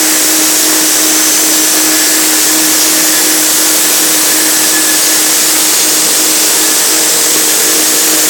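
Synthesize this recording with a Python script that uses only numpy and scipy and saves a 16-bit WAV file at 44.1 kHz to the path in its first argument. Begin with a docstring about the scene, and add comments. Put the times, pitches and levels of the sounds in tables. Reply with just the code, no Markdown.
"""In a farm shed, an electric forage chopper runs steadily, close to a small hand-held microphone.
Motor, belt and knife rotor shake the steel frame: a throbbing hum, summed from beating sines, and weaker tones.
Air and grain rush through the casing as shaped noise, and its panels sing as narrow bands of noise.
Chaff spatters the casing and fan air buffets the capsule while the microphone drifts from casing to motor.
The microphone overloads: the wave is flattened, then equalised and stripped of its deepest bass."""
import sys
import numpy as np
from scipy import signal
from scipy.fft import rfft, irfft, next_fast_len
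from scipy.io import wavfile
from scipy.ndimage import uniform_filter1d, map_coordinates

SR = 44100
rng = np.random.default_rng(int(sys.argv[2]) if len(sys.argv) > 2 else 0)


def elevation(decibels):
    """Turn decibel levels (scalar or array-like) into linear amplitude ratios."""
    levels = np.asarray(decibels, float)
    return 10 ** (levels / 20)


def waveform_to_disk(signal):
    """Save audio, clipped to [-1, 1], as 16-bit WAV at the path in sys.argv[1]."""
    frames = np.transpose(np.atleast_2d(signal))
    scaled = np.clip(frames, -1, 1) * 32767
    samples = np.round(scaled).astype(np.int16)
    wavfile.write(sys.argv[1], SR, samples)


N = 365588

# All source levels are those ahead of the microphone's own gain and overload.
# The first and last of the evenly spaced stands that the drifting microphone passes [s].
STAND_TIMES = (1, 7.3)
# Repeat rates of three turning parts, taken to be knife rotor, pulley and belt [Hz].
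KNIFE_HZ, PULLEY_HZ, BELT_HZ = 156.29, 43.711, 2.706
HUM_HZ = 2 * KNIFE_HZ

# Air from the motor fan on the capsule: mean level, swing of the lumps, and their pace.
BUFFET_DB, LUMP_SWING_DB, LUMPS_PER_S = -43, 7, 16
# The strongest pushes of that air. Each row: centre in seconds, envelope peak in dB.
PUSHES = [(.143, -23), (.325, -23), (.945, -18), (1.19, -23), (1.317, -24), (1.406, -22), (2.072, -22),
          (3.27, -24), (3.396, -22), (3.889, -18), (3.986, -23), (4.288, -18), (4.582, -21), (4.736, -18),
          (5.358, -19), (6.021, -24), (6.935, -18), (7.208, -24), (7.531, -21)]
PUSH_SPREAD_S, PUSH_HZ = .012, 85  # standard deviation of the envelope, pitch

# Handfuls of chaff thrown on the casing.
# Each row: start in seconds, level in dB before the rise and decay, centre in Hz.
CHAFF_THROWS = [(1.7634, -16, 5080), (2.8005, -10.5, 5600), (4.6673, -15, 5700)]

# Casing panels driven by the stream.
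# Each row: centre in Hz, width at half amplitude in Hz, levels in dB at three stands.
CASING_PANELS = [(639, 66, -37, -40, -35.5), (1483, 40, -42, -39, -43), (1820, 590, -28.5, -29, -31),
                 (1835, 25, -42, -44, -38), (3490, 200, -38, -33, -33), (4136, 90, -40, -39, -39),
                 (4790, 220, -33, -31.5, -34), (5125, 140, -31.5, -30.5, -30.5),
                 (5600, 160, -26.5, -30.5, -32.5), (6116, 380, -23, -32, -30),
                 (7598, 300, -24, -24.5, -25.5), (7819, 240, -27, -25.5, -25),
                 (8368, 360, -27, -27.5, -22.5), (8800, 73, -37.5, -30.5, -38), (9350, 200, -33, -32, -45),
                 (10070, 53, -41, -35, -38), (10120, 440, -34, -33, -37.5), (10940, 1000, -32, -26.5, -33)]
# One panel sings louder and softer as the microphone drifts. Each row: time in seconds, level in dB.
WHINE_LEVELS = [(0, -34), (.9, -36), (2.6, -30), (3.5, -33), (4.4, -30), (5.1, -29.5), (5.7, -40), (7, -31),
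                (8.29, -31)]

# Spectrum of the air and grain. Each row: frequency in Hz, relative density in dB per Hz.
RUSH_SPECTRUM = [(30, -28), (150, -16.5), (400, -12.5), (1200, -19.5), (2500, -20), (4300, -13.5),
                 (5500, -10), (7000, -7), (8500, -8.5), (9100, -10.5), (9800, -13), (12000, -15.5),
                 (17500, -23)]
# The rush along the drift. Each row: time in seconds, level in dB, brightness above 9 kHz in dB.
RUSH_COURSE = [(0.0, -14.5, 4), (0.51, -13.5, 1.5), (4.13, -12.5, 1.5), (4.3, -12, 1), (5.75, -11, -2),
               (8.29, -12.5, 1.5)]

# Sums and multiples of the three rates. Each row: times knife, times pulley, times belt,
# levels in dB at three stands, before the common lift.
FRAME_TONES = [(1, 0, 1, -37, -38, -39), (0, 4, 0, -41, -36.5, -38), (1, 2, 1, -48, -45, -44),
               (0, 6, 0, -45, -47, -42), (2, -1, 2, -45, -44, -45), (0, 8, 0, -40, -39, -48),
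               (2, 1, 0, -43, -43, -48), (2, 1, 1, -38, -40, -42), (2, 1, 2, -40, -39, -41),
               (-1, 12, 0, -43, -44, -42), (1, 5, -1, -48, -43, -46), (1, 5, 0, -40, -41, -38),
               (2, 2, 0, -42, -45, -44), (1, 6, 0, -40, -45, -42), (3, -1, 0, -40, -45, -31),
               (3, -1, 2, -53, -43, -41), (0, 10, 0, -41, -47, -40), (1, 7, 0, -44, -48, -40),
               (3, 0, 0, -42, -40, -30.5), (3, 0, 1, -45, -44, -42), (3, 0, 3, -47, -45, -53),
               (1, 8, 1, -46, -44, -48), (3, 1, 0, -38.5, -34.5, -37.5), (3, 3, 0, -45, -48, -43),
               (0, 14, 0, -44, -48, -48), (2, 7, 0, -41, -39, -43), (4, 0, 0, -43, -48, -47),
               (4, 0, 1, -41, -45, -50), (3, 4, 0, -41, -50, -55)]
TONES_LIFT_DB = 1.5

# The main hum of the frame. Each row: time in seconds, level in dB.
HUM_LEVELS = [(0, -18.5), (.6, -20), (1.4, -19), (2.7, -18.5), (2.85, -20.5), (4.1, -21), (5.3, -22),
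              (5.9, -25.5), (6.5, -23.5), (7.1, -28), (8.1, -22.5)]
# Close neighbours that beat with the hum. Each row: offset from the hum in Hz, moment in step with it
# in seconds, levels in dB at three stands, before the common lift.
HUM_NEIGHBOURS = [(2.71, .02, -30, -34, -32), (-2.72, .18, -41, -43, -41), (5.41, .158, -43, -40, -37),
                  (-6.61, .1, -41, -40, -37), (11.94, .02, -47, -41, -42)]
NEIGHBOURS_LIFT_DB = 3.5

# Resonance of the microphone port: centre in Hz, width in Hz, extra gain as a factor.
MIC_PORT = (8784, 2340, 1.83)
BASS_LEAK = .013  # small constant gain past the low cut, so that some deep bass remains


def unit(x):
    """Scaled to rms 1."""
    return x / np.sqrt(np.mean(x ** 2))


def curves(rows):
    """One value per sample for each column after the time."""
    s, *columns = np.transpose(rows)
    return [np.interp(np.arange(N) / SR, s, column) for column in columns]


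def drifting(levels_db):
    """Gain per sample as the microphone passes the stands, from the level at each."""
    stands = np.linspace(*STAND_TIMES, len(levels_db))
    return elevation(np.interp(np.arange(N) / SR, stands, levels_db))


def wobble(rate):
    """A smooth random curve with rate knots a second."""
    s = np.arange(0, N + 16, 16) / SR
    knots = rng.standard_normal(int(N * rate / SR) + 4)
    return np.interp(np.arange(N) / SR, s, map_coordinates(knots, [s * rate]))


def filtered(x, response):
    """x with its spectrum multiplied by a response of frequency."""
    m = next_fast_len(N + 8192)
    hz = np.fft.rfftfreq(m, 1 / SR) + 1e-3  # clear of zero, for the divisions
    return irfft(rfft(x, m) * response(hz), m)[:N]


def band(hz, width):
    """Noise of rms 1 ringing in one resonance."""
    noise = rng.standard_normal(N)
    return unit(filtered(noise, lambda f: 1 / (1 + (2 * (f - hz) / width) ** 2)))


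def smoothed_field(shape, bins, frames):
    """Random field of rms 1, averaged over frequency bins and time frames."""
    across = uniform_filter1d(rng.standard_normal(shape), size=bins, axis=0)
    return unit(uniform_filter1d(across, size=frames, axis=1))


def patchy(patchy_db, modes_db):
    """White noise with brief wide patches and the long thin streaks of many small casing modes."""
    z = signal.stft(rng.standard_normal(N), nperseg=1024)[2]
    patches = smoothed_field(z.shape, bins=12, frames=7)
    streaks = smoothed_field(z.shape, bins=2, frames=90)
    gain = elevation(patchy_db * patches + modes_db * streaks)
    return signal.istft(z * gain, nperseg=1024)[1][:N]


def buffet():
    """Low lumps of fan air push on the capsule, a few of them strong."""
    t = np.arange(N) / SR
    lumps = unit(elevation(LUMP_SWING_DB * wobble(LUMPS_PER_S)) * band(120, 63))
    pushes = np.zeros(N)
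    for s, db in PUSHES:
        envelope = elevation(db) * np.exp(-.5 * ((t - s) / PUSH_SPREAD_S) ** 2)
        pushes += envelope * np.sin(2 * np.pi * PUSH_HZ * (t - s))
    return elevation(BUFFET_DB) * lumps + pushes


def spatters():
    """Each throw of chaff is a short rustle around one pitch."""
    t = np.arange(N) / SR
    out = np.zeros(N)
    for s, db, hz in CHAFF_THROWS:
        rise = np.clip((t - s) / .012, 0, 1)
        decay = elevation(-60 * np.clip(t - s, 0, None) / 0.39)  # 60 dB in 0.39 s
        out += elevation(db) * rise * decay * band(hz, 2200)
    return out


def panels():
    """Each panel rings in its own band of noise, as if picked out of the turbulence."""
    whine_db = curves(WHINE_LEVELS)[0] + 2.2 * wobble(4.5) + 0.79 * wobble(18)
    out = elevation(whine_db) * band(1713.6, 31)
    for hz, width, *levels in CASING_PANELS:
        out += drifting(levels) * elevation(1.84 * wobble(2.504)) * band(hz, width)
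    return out


def rush():
    """Broad turbulence of air and grain; its treble follows the microphone's aim."""
    flow_db, bright_db = curves(RUSH_COURSE)
    hz_points, density_db = np.transpose(RUSH_SPECTRUM)
    spectrum = lambda hz: elevation(np.interp(np.log(hz), np.log(hz_points), density_db))
    stream = unit(filtered(patchy(patchy_db=1.08, modes_db=1.8), spectrum))
    treble = filtered(stream, lambda hz: 1 / (1 + (9000 / hz) ** 8))
    # the stream swells once a belt lap
    lap_db = 0.3 * np.cos(2 * np.pi * BELT_HZ * (np.arange(N) / SR - .225))
    slow_db = 0.77 * wobble(3.095) + 0.37 * wobble(9)
    grain_db = 2.14 * wobble(450)  # the patter of single grains
    surge = elevation(flow_db + lap_db + slow_db + grain_db)
    return surge * (stream + (elevation(bright_db) - 1) * treble)


def tones():
    """Steady weaker tones of the turning parts, each wavering a little in level."""
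    t = np.arange(N) / SR
    out = np.zeros(N)
    for knife, pulley, belt, *levels in FRAME_TONES:
        hz = knife * KNIFE_HZ + pulley * PULLEY_HZ + belt * BELT_HZ
        sine = np.sqrt(2) * np.sin(2 * np.pi * (hz * t + rng.random()))
        out += drifting(levels) * elevation(1.5 * wobble(1.96)) * sine
    return elevation(TONES_LIFT_DB) * out


def hum():
    """The frame's main hum throbs where its neighbours fall in and out of step with it."""
    t = np.arange(N) / SR
    swing = elevation(curves(HUM_LEVELS)[0] + 0.26 * wobble(12.0)) + 0j
    for offset, s, *levels in HUM_NEIGHBOURS:
        turning = np.exp(2j * np.pi * offset * (t - s))
        swing += elevation(NEIGHBOURS_LIFT_DB) * drifting(levels) * turning
    return np.sqrt(2) * np.real(swing * np.exp(2j * np.pi * HUM_HZ * t))


def scene():
    """Buffeting and spatters behind, then panels and stream, and the frame's tones in front."""
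    return (buffet() + spatters() + panels() + rush() + tones() + hum())[None]


def roll_off(x):
    """The treble ends steeply here."""
    return signal.sosfilt(signal.butter(12, 17560, fs=SR, output="sos"), x)


def record(dry):
    """The port lifts the treble into overload; an equaliser, a low cut and a band limit follow."""
    centre, width, gain = MIC_PORT
    port = lambda hz: 1 + gain * 1j * hz * width / (centre ** 2 - hz ** 2 + 1j * hz * width)
    loud = elevation(7.5) * filtered(dry[0], port)
    flattened = loud / (1 + np.abs(loud / 0.55) ** 5.67) ** (1 / 5.37)
    steep_cut = lambda hz: (1j * hz / (1j * hz + 160)) ** 3
    second_cut = lambda hz: hz ** 2 / (hz ** 2 - 125 ** 2 - 1.3j * 125 * hz)
    low_cut = lambda hz: steep_cut(hz) * second_cut(hz) + BASS_LEAK
    band_limit = lambda hz: np.where(hz < 17210, 1, elevation(-60)) / (1 + (hz / 18500) ** 16)
    # dividing by the port's response is the equaliser that undoes its lift
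    mix = elevation(3.0) * filtered(flattened, lambda hz: low_cut(hz) * band_limit(hz) / port(hz))
    return roll_off(mix[None])


dry = scene()
out = record(dry)
waveform_to_disk(out)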